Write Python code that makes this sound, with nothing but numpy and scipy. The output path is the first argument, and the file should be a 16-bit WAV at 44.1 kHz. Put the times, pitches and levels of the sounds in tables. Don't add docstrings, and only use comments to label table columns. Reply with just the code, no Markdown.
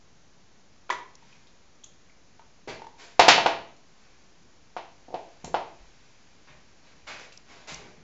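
import sys
import numpy as np
from scipy import signal
from scipy.fft import rfft, irfft
from scipy.io import wavfile
from scipy.ndimage import uniform_filter1d

SR = 44100
rng = np.random.default_rng(int(sys.argv[2]) if len(sys.argv) > 2 else 0)


def master(y):
    cut = np.clip(np.atleast_2d(y).T, -1, 1)
    pcm = np.round(cut * 32767)
    wavfile.write(sys.argv[1], SR, pcm.astype(np.int16))


N = 354113

# f/Hz, fade/s
ROOM_FADES = [(120, .7), (400, 0.57), (800, 0.46), (1500, 0.42), (3000, 0.46), (7000, 0.33)]
# delay/s, gain
ECHOES = [(.0042, 0.58), (.0056, 0.61), (.0083, 0.19), (.0172, .25), (0.027, 0.29)]
# f/Hz, level/dB
HISS_SPECTRUM = [(15, -36), (25, -3), (117, -4), (192, -4.5), (409, -9), (627, -12), (690, -12),
                 (776, -12.5), (2310, -18), (3290, -20), (6550, -18), (7200, -21.5), (9360, -50.5),
                 (15800, -120)]
# f/Hz, level/dB
RUSH_SPECTRUM = [(60, -14), (280, -8.5), (480, -1.5), (900, -0.5), (1250, -2.5), (1580, 1), (1850, -1),
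                 (2250, 2.5), (3300, -4.5), (5000, -2.5), (7000, -2)]
# t/s, level/dB
RUSTLE_LEVELS = [(0, -91), (1.1, -73), (1.3, -61.5), (1.55, -76.5), (3.8, -72.5), (4, -66), (4.6, -72),
                 (5.25, -64.5), (6.1, -65.5), (8, -71.5)]
# t/s, level/dB, decay/s, bass boost/dB, treble limit/Hz
SNIFFS = [(2.674, -34, 0.033, 10.5, 4000), (2.974, -47.5, 0.08, 0, 7100), (6.468, -50, 0.042, 2.5, 2600),
          (6.81, -59, 0.11, 3.5, 5000), (7.063, -37, 0.06, 0.5, 3700), (7.19, -45.5, 0.037, 6, 6000),
          (7.45, -51, 0.14, 7.5, 4870), (7.67, -37, 0.045, 3, 7100), (7.77, -49.5, 0.092, 17.5, 5000)]
# t/s, level/dB, f/Hz
BUMPS = [(2.675, -14, 365), (5.085, -25, 290), (5.442, -14, 176), (5.478, -16.5, 396),
         (5.799, -22.5, 32.75), (6.501, -29, 129), (7.03, -33, 48), (7.72, -19.5, 153), (7.98, -27.5, 153)]
# t/s, level/dB
TICKS = [(1.154, -26), (7.3753, -21), (7.744, -13)]
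# t/s, level/dB, f/Hz
CLICKS = [(.9068, -16.5, 6500), (1.471, -34, 3600), (3.765, -37, 5626), (5.4458, -14.5, 6900),
          (7.322, -26.5, 2923), (7.327, -28.5, 6760)]
# t/s, level/dB, f/Hz, overtone level/dB
SLIPS = [(.9016, 3.5, 970, -5.5), (1.225, -30.5, 921, -12), (1.328, -30, 2490, -20),
         (1.837, -26, 3400, 7.5), (2.097, -33.5, 2285, -15), (2.395, -25, 945, -22),
         (2.795, -21.5, 880, -25), (2.819, -15, 880, -24.5), (2.845, -22, 890, -25),
         (2.868, -18.5, 905, -20.5)]
# f/Hz, level/dB
JAW_SPECTRUM = [(100, -30), (240, -12), (340, -1.5), (540, 2.5), (700, 2), (1000, -4.5), (1420, 8.5),
                (1700, -8.5), (2200, 0), (3000, -10), (3900, -3), (4600, -15), (7000, -14)]
# t/s, level/dB, treble limit/Hz
BITES = [(0.894, -14, 2530), (0.902, -7.5, 4000), (0.9076, -12, 5050), (2.395, -31.5, 4000)]
# f/Hz, level/dB
THUD_SPECTRUM = [(40, -40), (130, -20.5), (250, -22), (340, -10), (430, -10), (560, -6.5), (690, -2),
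                 (930, 0), (1150, -8), (1600, -12.5), (7000, -26.5)]
# f/Hz, level/dB, fade/s
BOARD_NOTES = [(345, -10, .3), (511, -6, .2), (675, 0, .42), (728, -3, .3), (799, -1, .22), (913, 0, .22)]
# f/Hz, level/dB
CRACK_SPECTRUM = [(30, -32.5), (120, -19), (300, -11), (700, -11), (1300, -6), (2000, -1.5), (2800, -1),
                  (4000, -2.5), (5500, -3.5), (7000, -5.5)]
# f/Hz, level/dB, fade/s
BONE_NOTES = [(1288, -2, .1), (1444, 0, 0.11), (1596, -2.5, 0.073), (1715, -4, .1), (1970, -2, 0.054),
              (2151.2, -6, 0.17), (2400, -3.5, 0.13), (2715, 0.5, 0.06), (3020, -2, 0.11), (3240, -5, 0.11),
              (4130, -4.5, .06), (4470, 0.5, 0.13), (5500, 2.5, 0.027)]
# t/s, thud level/dB, crack level/dB, thud treble limit/Hz
KNOCKS = [(3.1947, 16, 13, 1500), (3.2713, 0, -13, 1510), (3.2827, 13.5, 19.5, 1700), (3.3802, 5, -5, 1295),
          (3.4605, 8.5, 2, 1618), (4.7658, -6.5, -15, 1703), (5.1416, -5, -19.5, 742),
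          (5.1525, -11, -43, 776), (5.4441, -16.5, -22, 1100), (5.5428, 4, -9, 1400)]

TOP_HZ = 8300


def amp(db):
    return 10 ** (np.asarray(db) / 20)


def unit(x):
    return x / np.sqrt(np.sum(x ** 2) + 1e-20)


def read(points, hz):
    f, value = np.transpose(points)
    return np.interp(np.log(hz + 1), np.log(f + 1), value)


def add(mix, s, sound):
    part = mix[max(round(s * SR), 0):][:len(sound)]
    part += sound[:len(part)]


def seconds(length):
    return np.arange(int(length * SR)) / SR


def colour(x, gain):
    return irfft(rfft(x) * gain(np.fft.rfftfreq(len(x), 1 / SR)), len(x))


def soften(hz, corner_hz, order=4):
    return 1 / np.sqrt(1 + (hz / corner_hz) ** order)


def snap(spectrum, treble_hz=np.inf, order=4, size=2048):
    hz = abs(np.fft.fftfreq(size, 1 / SR))
    gain = amp(read(spectrum, hz)) * soften(hz, treble_hz, order)
    log_gain = np.log(np.maximum(gain, 1e-5))
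    front_loaded = np.exp(np.conj(signal.hilbert(log_gain)))
    return unit(np.fft.ifft(front_loaded).real)


def reverb(x, build_s=.0031, early_boost=.5, early_decay_s=.0076):
    t = seconds(1)
    hz, frame_s, bands = signal.stft(rng.standard_normal(len(t)), SR, nperseg=512, noverlap=384)
    bands = bands / np.sqrt(abs(bands) + 1e-12)
    fade = amp(-60 * frame_s / read(ROOM_FADES, hz)[:, None])
    tail = signal.istft(bands * fade, SR, noverlap=384)[1][:len(t)]
    swell = np.clip(t / build_s - 1, 0, 1) * (1 + early_boost * np.exp(-t / early_decay_s))
    return signal.oaconvolve(x, unit(tail * swell))[:N]


def reflect(x):
    out = x.copy()
    for delay, gain in ECHOES:
        add(out, delay, gain * x)
    return out


def hiss(level_db=-60.5):
    noise = colour(rng.standard_normal(N), lambda hz: amp(read(HISS_SPECTRUM, hz)) * (hz < TOP_HZ))
    return amp(level_db) * noise / noise.std()


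def rush(size, bass_db, treble_hz, grain_db=3, bass_hz=480):
    def gain(hz):
        db = read(RUSH_SPECTRUM, hz) + bass_db * soften(hz, bass_hz)
        return amp(db) * soften(hz, treble_hz) * (hz < TOP_HZ)

    noise = rng.standard_normal(size)
    grains = np.repeat(rng.standard_normal(size // 40 + 1), 40)[:size]
    shaped = colour(noise * amp(grain_db * grains), gain)
    return shaped / shaped.std()


def sniffs_and_rustle(typical_rise_s=.009, typical_decay_s=.039, direct_db=-4, room_db=-1):
    rustle_db = np.interp(np.arange(N) / SR, *np.transpose(RUSTLE_LEVELS))
    out = amp(rustle_db) * rush(N, bass_db=-4, treble_hz=6530)
    t = seconds(1)
    for s, db, decay, bass_db, treble_hz in SNIFFS:
        rise = typical_rise_s * (decay / typical_decay_s) ** 1.5
        breath = np.minimum(t / rise, 1) * np.exp(-np.maximum(t - rise, 0) / decay)
        add(out, s, amp(db) * breath * rush(len(t), bass_db, treble_hz))
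    return amp(direct_db) * out + amp(room_db) * reverb(out)


def push(hz, decay_cycles=.48):
    decay = decay_cycles / hz
    t = seconds(10 * decay)
    swing = -t * np.exp(-t / decay) * np.sin(2 * np.pi * hz * t)
    return unit(np.gradient(swing))


def weight_bumps(sag_lag_s=.0089, sag_ratio=.35, sag_db=-7, room_db=-3):
    out = np.zeros(N)
    for s, db, hz in BUMPS:
        add(out, s, amp(db) * push(hz))
        add(out, s + sag_lag_s, amp(db + sag_db) * push(hz * sag_ratio))
    return out + amp(room_db) * reverb(out)


def scratch(hz, sharpness, decay_s):
    t = seconds(.06)
    burst = rng.standard_normal(len(t)) * np.exp(-t / decay_s)
    return unit(signal.lfilter(*signal.iirpeak(hz, sharpness, SR), burst))


def close_ticks():
    out = np.zeros(N)
    for s, db in TICKS:
        add(out, s, amp(db) * scratch(hz=5900, sharpness=7.7, decay_s=.0013))
    return out


def tooth_clicks(decay_cycles=15, room_db=-.5):
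    out = np.zeros(N)
    for s, db, hz in CLICKS:
        add(out, s, amp(db) * scratch(hz, sharpness=2.2, decay_s=decay_cycles / hz))
    return out + amp(room_db) * reverb(out)


def squeak(hz, length_s=.012, waver=.072, grit_db=-12):
    t = seconds(length_s)
    grip = np.sin(np.pi * (t / length_s) ** .23)
    drift = uniform_filter1d(rng.standard_normal(len(t)), size=40)
    pitch_hz = hz * (1 + waver * drift / drift.std())
    tone = np.sin(2 * np.pi * np.cumsum(pitch_hz) / SR)
    grit = signal.oaconvolve(rng.standard_normal(len(t)) * grip, snap(CRACK_SPECTRUM))
    out = amp(grit_db) * unit(grit)
    add(out, 0, unit(grip * tone))
    return out


def tooth_slips(jump_s=.0044, jump_ratio=2.04, catch_s=.024, catch_db=-9.5, low_hz=300, room_db=-6):
    out = np.zeros(N)
    for s, db, hz, overtone_db in SLIPS:
        add(out, s, amp(db) * squeak(hz))
        add(out, s + jump_s, amp(db + overtone_db) * squeak(hz * jump_ratio))
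        add(out, s + catch_s, amp(db + catch_db) * squeak(hz))
    out = signal.lfilter(*signal.butter(2, low_hz, "high", fs=SR), out)
    return out + amp(room_db) * reverb(out)


def splinters(spread_s, count=12):
    out = np.zeros(int(.1 * SR))
    out[0] = 2
    for lateness, size in zip(rng.random(count), rng.standard_normal(count)):
        add(out, lateness * spread_s, [size * np.exp(-2 * lateness)])
    return unit(out)


def bites():
    out = np.zeros(N)
    for s, db, treble_hz in BITES:
        crack = snap(JAW_SPECTRUM, treble_hz)
        add(out, s, amp(db) * signal.oaconvolve(crack, splinters(spread_s=.008)))
    return out + reverb(out)


def ring(notes, length_s):
    t = seconds(length_s)
    return unit(sum(amp(db - 60 * t / fade) * np.sin(2 * np.pi * hz * t) for hz, db, fade in notes))


def rocking(start_s=5.083, gap_s=.022, thud_db=-23.5, growth_db=2, crack_db=-55, treble_hz=660):
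    return [(start_s + k * gap_s, thud_db + k * growth_db, crack_db, treble_hz) for k in range(3)]


def bone_knocks(boards_db=-17, thud_room_db=-3, bone_db=-16, direct_db=-12, echo_db=-3, echo_s=.0034):
    out = np.zeros(N)
    boards, bone = ring(BOARD_NOTES, length_s=.8), ring(BONE_NOTES, length_s=.3)
    for s, thud_db, crack_db, thud_hz in KNOCKS + rocking():
        thud = amp(thud_db) * snap(THUD_SPECTRUM, thud_hz, order=8)
        add(out, s, reflect(thud))
        add(out, s, amp(boards_db) * signal.oaconvolve(thud, boards))
        add(out, s, amp(thud_room_db) * reverb(thud))

        treble_hz = 3170 * 2 ** (max(crack_db, 0) / 34)
        crack = amp(crack_db) * snap(CRACK_SPECTRUM, treble_hz)
        ringing_crack = amp(bone_db) * signal.oaconvolve(crack, bone)
        add(ringing_crack, 0, crack)
        scattered_crack = signal.oaconvolve(crack, splinters(spread_s=.002))
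        add(out, s, amp(direct_db) * ringing_crack)
        add(out, s + echo_s, amp(echo_db) * scattered_crack)
        add(out, s, reverb(ringing_crack))
    return out


def scene():
    bone = bone_knocks() + bites() + tooth_slips() + tooth_clicks()
    return (bone + close_ticks() + sniffs_and_rustle() + weight_bumps() + hiss())[None]


def record(dry, ceiling=.85, treble_hz=7450, offset=-.0018):
    treble_cut = signal.firwin(161, treble_hz, fs=SR, window="blackman")
    top_cut = signal.firwin(511, TOP_HZ, fs=SR, window=("kaiser", 9))
    heard = signal.oaconvolve(dry, treble_cut[None], "same")
    clipped = np.clip(heard + offset, -ceiling, ceiling)
    return signal.oaconvolve(clipped, top_cut[None], "same")


dry = scene()
out = record(dry)
master(out)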